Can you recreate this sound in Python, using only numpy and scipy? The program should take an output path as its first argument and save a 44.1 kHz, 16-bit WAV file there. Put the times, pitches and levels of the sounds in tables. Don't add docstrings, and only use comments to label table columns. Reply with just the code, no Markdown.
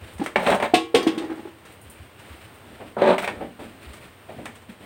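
import sys
import numpy as np
from scipy import signal
from scipy.fft import rfft, irfft, next_fast_len
from scipy.io import wavfile
from scipy.ndimage import map_coordinates

SR = 44100
rng = np.random.default_rng(int(sys.argv[2]) if len(sys.argv) > 2 else 0)


def digitize_waveform(pressure):
    field = np.atleast_2d(pressure).T
    bounded = np.clip(field, -1, 1)
    quanta = np.round(bounded * 32767).astype(np.int16)
    wavfile.write(sys.argv[1], SR, quanta)


N = 214142

# [t/s, bottom level/dB, bottom f/Hz, wall f/Hz, wall level/dB, clang level/dB]
BUCKET_LANDINGS = [(0.195, -30, 205, 854, -47, -51), (0.214, -28, 291, 810, -32, -51),
                   (0.736, -14, 340, 718, -14.5, -22.5), (0.9424, -14.5, 454.4, 774, -30.5, -23.5),
                   (0.956, -22.5, 497, 828, -30, -36), (1.065, -18.5, 318, 713, -33, -32),
                   (1.174, -29, 325, 840, -56, -39)]
# [f/Hz, relative level/dB, t60/s]
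METAL_MODES = [(329, -3, .45), (366, -9, .55), (466, -6, .45), (730, -11, .3), (808, -9, .5), (846, -7, .3),
               (1019, -8, .3), (1101, 0, .33), (1292, -15, .28), (1398, -11, .3), (1672, -9, .26),
               (1920, -11, .24), (2050, -7, .2), (2175, -8, .26), (2351, -3, .25), (2620, -3, .19),
               (2778, -7, .2), (2820, -7, .2), (2915, -8, .18), (3298, -5, .22), (3597, -7, .19),
               (4032, -10, .15), (4258, -11, .13), (4605, -17, .18), (5098, -19, .18)]
# [f/Hz, relative level/dB]
CLASH_SPECTRUM = [(600, -35), (950, -28), (1300, -15.5), (1800, -14.5), (2300, -4.5), (3200, -2),
                  (4300, -9.5), (6200, -17.5), (7700, -19), (8750, -12), (10400, -31), (12200, -32),
                  (13300, -29.5), (15800, -30)]
# [f/Hz, relative level/dB]
BOOM_SPECTRUM = [(50, -28), (150, -17.5), (250, -4), (330, 1), (430, -5), (600, -12), (850, -19),
                 (2000, -20), (6000, -56)]
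# [f/Hz, relative level/dB]
WIRE_SPECTRUM = [(2000, -27), (4100, -1), (4600, 10), (5300, -5), (6000, -1), (7200, -11), (8800, -1),
                 (10500, -18), (15500, -12)]
# [start t/s, length/s, judder level/dB, grit level/dB, sand level/dB]
STOOL_SHOVES = [(0.385, 0.17, -33, -30, -47), (0.46, 0.097, -23, -24.5, -52.5), (0.617, .04, -28, -26, -48),
                (2.972, 0.053, -29, -37.5, -68), (3.01, 0.057, -22.5, -29.5, -70),
                (3.064, 0.052, -20, -26.5, -67), (3.118, 0.027, -24, -30.5, -57),
                (3.18, 0.018, -39, -30, -42), (3.212, 0.036, -35.5, -29.5, -42),
                (3.278, 0.015, -39, -32.5, -64)]
# [t/s, level/dB]
LEG_JOLTS = [(0.482, -21.5), (0.53, -33), (3.019, -19), (3.067, -24.5), (3.09, -17.5), (3.105, -19.5)]
# [f/Hz, width/Hz, relative level/dB]
WOOD_RESONANCES = [(165, 9.2, -18), (217.5, 15, -2.5), (270, 6.5, -11.5), (373.5, 23, 0.5),
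                   (472.7, 15, -0.5), (528, 18, -1), (593, 11.7, 6), (717, 23, -5.5), (700, 38, -10.5),
                   (867, 38, -6.5), (927, 75, -5), (1090, 52, -31)]
# [f/Hz, relative level/dB]
GRIT_SPECTRUM = [(200, -19), (700, 14.5), (1100, 2.5), (1500, 7.5), (2400, 3.5), (3200, -2), (4000, -3.5),
                 (5200, -24), (7000, -28), (8800, -15.5), (10500, -61.5), (15500, -33)]
# [f/Hz, relative level/dB]
RUB_SPECTRUM = [(40, -32), (110, -16.5), (200, 2.5), (330, -4.5), (560, 0.5), (1000, -3.5), (1800, -19), (5000, -59)]
# [f/Hz, relative level/dB]
SAND_SPECTRUM = [(2500, -23), (5000, -3), (7000, -5.5), (8900, 3), (10500, -9), (13000, -14), (15500, 0)]
# [t/s, body level/dB, crack level/dB, tick level/dB]
WOOD_KNOCKS = [(0.2611, -41.5, -33.5, -38.5), (0.3586, -23.5, -21, -39.5), (0.6004, -31.5, -34.5, -45.5),
               (0.625, -28.5, -30.5, -39), (2.9675, -30.5, -62, -72), (3.1813, -39, -29, -40),
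               (3.243, -40, -34.5, -47), (3.276, -36.5, -28.5, -41), (4.456, -50, -39, -41.5)]
# [f/Hz, relative level/dB]
BUZZ_SPECTRUM = [(80, -15), (230, 5), (320, -15), (450, -9), (900, 4.5), (1500, -8), (4000, -89)]
# [f/Hz, relative level/dB]
CRACK_SPECTRUM = [(200, -60), (800, 9.5), (1500, 6.5), (2300, 10.5), (3000, -1), (4000, -8), (5500, -18.5),
                  (9000, -37), (16000, -100)]
# [f/Hz, relative level/dB]
TICK_SPECTRUM = [(1000, 10), (3000, 6.5), (5000, -2.5), (7000, -4), (8800, 6), (10500, -12), (13000, -12),
                 (15500, -7)]
# [t/s, slap level/dB, heel level/dB]
FOOTSTEPS = [(2.799, -39, -47), (3.406, -31, -38.5), (3.589, -42, -43), (4.286, -38, -63),
             (4.383, -41, -43)]
# [f/Hz, relative level/dB]
SLAP_SPECTRUM = [(200, -20), (450, -1), (620, 0.5), (820, -2.5), (1100, -18), (2500, -18.5), (6000, -54)]
HEEL_SPECTRUM = [(40, -30), (110, -14), (250, 8.5), (420, -4.5), (900, -27), (3000, -61)]
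# [t/s, level/dB, f/Hz]
DULL_BUMPS = [(0.017, -40.5, 92), (0.152, -40.5, 80), (1.856, -47, 74.6), (1.997, -43, 86),
              (2.301, -45, 81), (3.864, -41.5, 66.4), (4.377, -44, 106), (4.691, -41, 209)]
# [t/s, level/dB]
SMALL_TICKS = [(0.18, -48), (0.2367, -42), (0.47, -37), (0.497, -34), (0.5443, -38), (1.6512, -50.5),
               (2.1904, -54), (3.932, -46), (4.552, -50.5)]
# [start t/s, length/s, foot level/dB, cloth level/dB]
WEIGHT_SHIFTS = [(0, 0.11, -49, -51.5), (1.65, 0.047, -51.5, -52.5), (1.83, 0.21, -55, -56),
                 (2.17, 0.17, -58.5, -54), (2.4, 0.026, -59, -50), (2.64, 0.24, -49, -54.5),
                 (3.29, 0.16, -40, -56), (3.585, 0.059, -39, -48), (3.8, 0.26, -52, -52.5),
                 (4.28, .2, -46, -56), (4.68, 0.021, -44, -48.5), (4.79, .07, -46.5, -53)]
# [f/Hz, relative level/dB]
SOLE_SPECTRUM = [(90, -4.5), (170, -3.5), (250, 0), (400, -3.5), (650, -6.5), (1100, -19), (2000, -22.5),
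                 (4000, -62)]
# [f/Hz, relative level/dB]
CLOTH_SPECTRUM = [(400, -63), (900, -4.5), (1500, 1), (2600, 1.5), (4000, -6), (6400, -20.5), (8800, -7.5),
                  (10300, -18), (12300, -20), (15500, -17)]
# [t/s, level/dB]
BANGLE_CLINKS = [(0.1351, -55), (1.7203, -57), (1.8138, -52.5), (1.899, -47.5), (2.542, -60)]
# [f/Hz, relative level/dB]
BANGLE_SPECTRUM = [(3000, -25), (6500, -13), (8000, -3.5), (9000, 7), (10500, -9.5), (13000, -8),
                   (15500, -2.5)]
# [f/Hz, relative level/dB]
AIR_SPECTRUM = [(25, -23), (45, -31), (70, 0.5), (110, 2.5), (160, -7), (300, -4.5), (900, -9), (3000, -15),
                (6000, -32), (7500, -30.5), (8900, -20), (10300, -36.5), (12500, -32), (15500, -25)]
# [f/Hz, t60/s]
SHED_DECAY = [(100, 0.2), (300, 0.22), (800, 0.21), (3000, 0.26), (8000, 0.27), (15000, 0.16)]

THUD_DB, LOW_RING_DB, HIGH_RING_DB = -5.5, -4.5, -1.5
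RIM_DELAY_S = .004
ROCK_START_S, ROCK_PERIOD_S, ROCK_DB, ROCK_LOSS_DB = 1.219, .0775, -30, 3
REBOUND_S, REBOUND_DB = .018, -1.5
ROCK_BOTTOM_HZ, ROCK_PITCH_SCATTER = 326, 0.086
ROCK_WALL_HZ, ROCK_WALL_DB, ROCK_CLANG_DB = 825, -13.5, -23.5
ROLL_START_S, ROLL_LENGTH_S, ROLL_DB, ROLL_SAG_DB_PER_S = 0.95, 0.444, -29, 38.5
SHOVE_ATTACK_S, SHOVE_RELEASE_S = 0.011, 0.069
SHIFT_ATTACK_S, SHIFT_RELEASE_S = 0.02, 0.29
FAINT_TICK_DB, FAINT_TICK_SPREAD_DB = -59.5, 2
TOP_HZ = 15900


def bucket():
    out, t = np.zeros(N), time_axis(SR // 2)
    press = 1 - np.exp(-t / .002)
    for s, db, bottom_hz, wall_hz, wall_db, clang_db in BUCKET_LANDINGS + rocking(count=4):
        bottom = struck(thock(t, bottom_hz, t60=0.063) * press)
        wall = struck(thock(t, wall_hz, t60=0.066) * press)
        thud = struck(noise(BOOM_SPECTRUM, len(t)) * fade(t, 0.13) * press)
        add(out, s, amp(db) * bottom + amp(wall_db) * wall + amp(db + THUD_DB) * thud)
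        drive = [(330, db + LOW_RING_DB), (1100, clang_db + HIGH_RING_DB)]
        ring = np.zeros(len(t))
        for hz, level, t60 in METAL_MODES:
            strength = amp(along(drive, hz) + level + 0.9 * rng.normal())
            phase = 2 * np.pi * hz * t + .5 * waver(t, rate=51)
            ring += strength * fade(t, t60) * np.sin(phase)
        clash = struck(noise(CLASH_SPECTRUM, len(t)) * fade(t, 0.13) * press)
        add(out, s + RIM_DELAY_S, ring * press + amp(clang_db) * clash)
    return out


def rocking(count):
    rows = []
    for k in range(count):
        for late, softer_db in [(0, 0), (REBOUND_S, REBOUND_DB)]:
            s = ROCK_START_S + k * ROCK_PERIOD_S + late
            db = ROCK_DB - k * ROCK_LOSS_DB + softer_db
            bottom_hz = ROCK_BOTTOM_HZ * np.exp(ROCK_PITCH_SCATTER * rng.normal())
            rows.append((s, db, bottom_hz, ROCK_WALL_HZ, db + ROCK_WALL_DB, db + ROCK_CLANG_DB))
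    return rows


def roll():
    since = np.maximum(np.arange(N) / SR - ROLL_START_S, 0)
    sag = amp(ROLL_DB - ROLL_SAG_DB_PER_S * since)
    return sag * swell(ROLL_START_S, ROLL_LENGTH_S, attack=0.028, release=0.18) * noise(BOOM_SPECTRUM, N)


def handle():
    out, t = np.zeros(N), time_axis(SR // 4)
    add(out, 1.029, amp(-43.5) * struck(noise(WIRE_SPECTRUM, len(t)) * fade(t, 0.085)))
    return out


def drag():
    judder, grit, _ = strokes(STOOL_SHOVES, SHOVE_ATTACK_S, SHOVE_RELEASE_S)
    jerks = slips(rate=260, scatter_db=2.2)
    t = time_axis(SR // 4)
    crush = signal.fftconvolve(jerks, fade(t, 0.04))[:N] * rng.standard_normal(N)
    body = wood(jerks * judder) / np.std(wood(jerks))
    rub = noise(RUB_SPECTRUM, N)
    out = body + judder * rub + grit * coloured(crush, GRIT_SPECTRUM)
    for s, db in LEG_JOLTS:
        add(out, s, amp(db) * struck(thock(t, hz=554, t60=0.028)))
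    return out


def slips(rate, scatter_db):
    interval_draws, size_draws = rng.standard_normal((2, 4000))
    at = (np.cumsum(np.exp(.45 * interval_draws)) * SR / rate).astype(int)
    sizes = amp(scatter_db * np.clip(size_draws, -2, 2))
    inside = at < N
    return np.bincount(at[inside], sizes[inside], N)


def wood(x):
    def response(f):
        total = 0
        for k, (centre, width, db) in enumerate(WOOD_RESONANCES):
            damping = 1j * f * width
            total = total + (-1) ** k * amp(db) * damping / (centre * centre - f * f + damping)
        return total
    return filtered(x, response)


def sand():
    _, _, creep = strokes(STOOL_SHOVES, SHOVE_ATTACK_S, SHOVE_RELEASE_S)
    return creep * amp(2.8 * wobble(300)) * noise(SAND_SPECTRUM, N)


def knocks():
    out, t = np.zeros(N), time_axis(SR // 3)
    blow = t * np.exp(-t / 0.00016)
    seat = struck(wood(blow)) + struck(thock(t, hz=640, t60=0.0086))
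    press = 1 - np.exp(-t / .0004)
    for s, body_db, crack_db, tick_db in WOOD_KNOCKS:
        buzz = struck(noise(BUZZ_SPECTRUM, len(t)) * fade(t, 0.21) * press)
        snap = press * (fade(t, .008) + amp(-5) * fade(t, .1))
        crack = struck(noise(CRACK_SPECTRUM, len(t)) * snap)
        tick = struck(noise(TICK_SPECTRUM, len(t)) * snap)
        add(out, s, amp(body_db) * (seat + buzz) + amp(crack_db) * crack + amp(tick_db) * tick)
    return out


def steps():
    out, t = np.zeros(N), time_axis(SR // 2)
    press = 1 - np.exp(-t / 0.0064)
    for s, slap_db, heel_db in FOOTSTEPS:
        slap = struck(noise(SLAP_SPECTRUM, len(t)) * fade(t, 0.17) * press)
        heel = struck(noise(HEEL_SPECTRUM, len(t)) * fade(t, 0.54) * press)
        add(out, s, amp(slap_db) * slap + amp(heel_db) * heel)
    return out


def bumps():
    out, t = np.zeros(N), time_axis(SR // 4)
    for s, db, hz in DULL_BUMPS:
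        add(out, s, amp(db) * struck(thock(t, hz, t60=0.063)))
    return out


def ticks():
    out, t = np.zeros(N), time_axis(SR // 4)
    press = 1 - np.exp(-t / .003)
    for s, db in SMALL_TICKS + faint_ticks(count=10):
        add(out, s, amp(db) * struck(noise(TICK_SPECTRUM, len(t)) * fade(t, 0.1) * press))
    return out


def faint_ticks(count):
    return [(when * N / SR, FAINT_TICK_DB + FAINT_TICK_SPREAD_DB * (2 * size - 1))
            for when, size in rng.random((count, 2))]


def shuffle_and_rustle():
    shuffle, rustle = strokes(WEIGHT_SHIFTS, SHIFT_ATTACK_S, SHIFT_RELEASE_S)
    flicker = amp(2.1 * wobble(70))
    return shuffle * noise(SOLE_SPECTRUM, N) + flicker * rustle * noise(CLOTH_SPECTRUM, N)


def bangles():
    out, t = np.zeros(N), time_axis(SR // 4)
    for s, db in BANGLE_CLINKS:
        add(out, s, amp(db) * struck(noise(BANGLE_SPECTRUM, len(t)) * fade(t, .17)))
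    return out


def shed_air():
    return amp(-49.0 + 1.47 * wobble(6.95)) * noise(AIR_SPECTRUM, N)


def shed(x, wet_db):
    hz, t, z = signal.stft(rng.standard_normal(SR * 3 // 4), SR, nperseg=256)
    decay = fade(t, along(SHED_DECAY, hz)[:, None])
    tail = signal.istft(z * decay, SR, nperseg=256)[1]
    tail = np.pad(tail / np.linalg.norm(tail), (int(.008 * SR), 0))
    return amp(wet_db) * signal.fftconvolve(x, tail)[:N]


def thock(t, hz, t60):
    return np.sin(2 * np.pi * hz * t) * fade(t, t60) * (1 - np.exp(-t * hz))


def fade(t, t60):
    return np.exp(-np.log(1000) * t / t60)


def swell(s, length, attack, release):
    t = np.arange(N) / SR - s
    return np.clip(t / attack, 0, 1) * fade(np.maximum(t - length, 0), release)


def strokes(rows, attack, release):
    power = 0
    for s, length, *levels in rows:
        power = power + np.outer(amp(levels), swell(s, length, attack, release)) ** 2
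    return np.sqrt(power)


def waver(t, rate):
    knots = rng.standard_normal(100)
    return np.interp(t * rate, np.arange(len(knots)), knots)


def wobble(rate, size=N):
    knots = rng.standard_normal(int(size * rate / SR) + 4)
    return map_coordinates(knots, [np.arange(size) * rate / SR])


def noise(spectrum, size):
    return coloured(rng.standard_normal(size), spectrum)


def coloured(x, spectrum):
    return unit(filtered(x, lambda hz: amp(along(spectrum, hz))))


def filtered(x, response):
    m = next_fast_len(len(x) + SR // 2)
    return irfft(rfft(x, m) * response(np.fft.rfftfreq(m, 1 / SR)), m)[:len(x)]


def along(points, hz):
    f, v = np.transpose(points)
    return np.interp(np.log(hz + 1), np.log(f + 1), v)


def amp(db):
    return 10 ** (np.asarray(db) / 20)


def unit(x):
    return x / np.sqrt(np.mean(x ** 2) + 1e-20)


def struck(x):
    return x / np.sqrt(np.mean(x[:int(.03 * SR)] ** 2) + 1e-20)


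def time_axis(size):
    return np.arange(size) / SR


def add(track, s, sound):
    part = track[max(round(s * SR), 0):][:len(sound)]
    part += sound[:len(part)]


def scene():
    pail = bucket() + roll() + handle()
    stool = drag() + sand() + knocks()
    milker = stool + steps() + bumps() + ticks() + shuffle_and_rustle() + bangles()
    return (pail + shed(pail, wet_db=-8.5) + milker + shed(milker, wet_db=-8) + shed_air())[None]


def record(dry):
    low_cut = signal.sosfilt(signal.butter(4, 42, "highpass", fs=SR, output="sos"), dry[0])
    return filtered(low_cut, lambda hz: hz < TOP_HZ)[None]


dry = scene()
out = record(dry)
digitize_waveform(out)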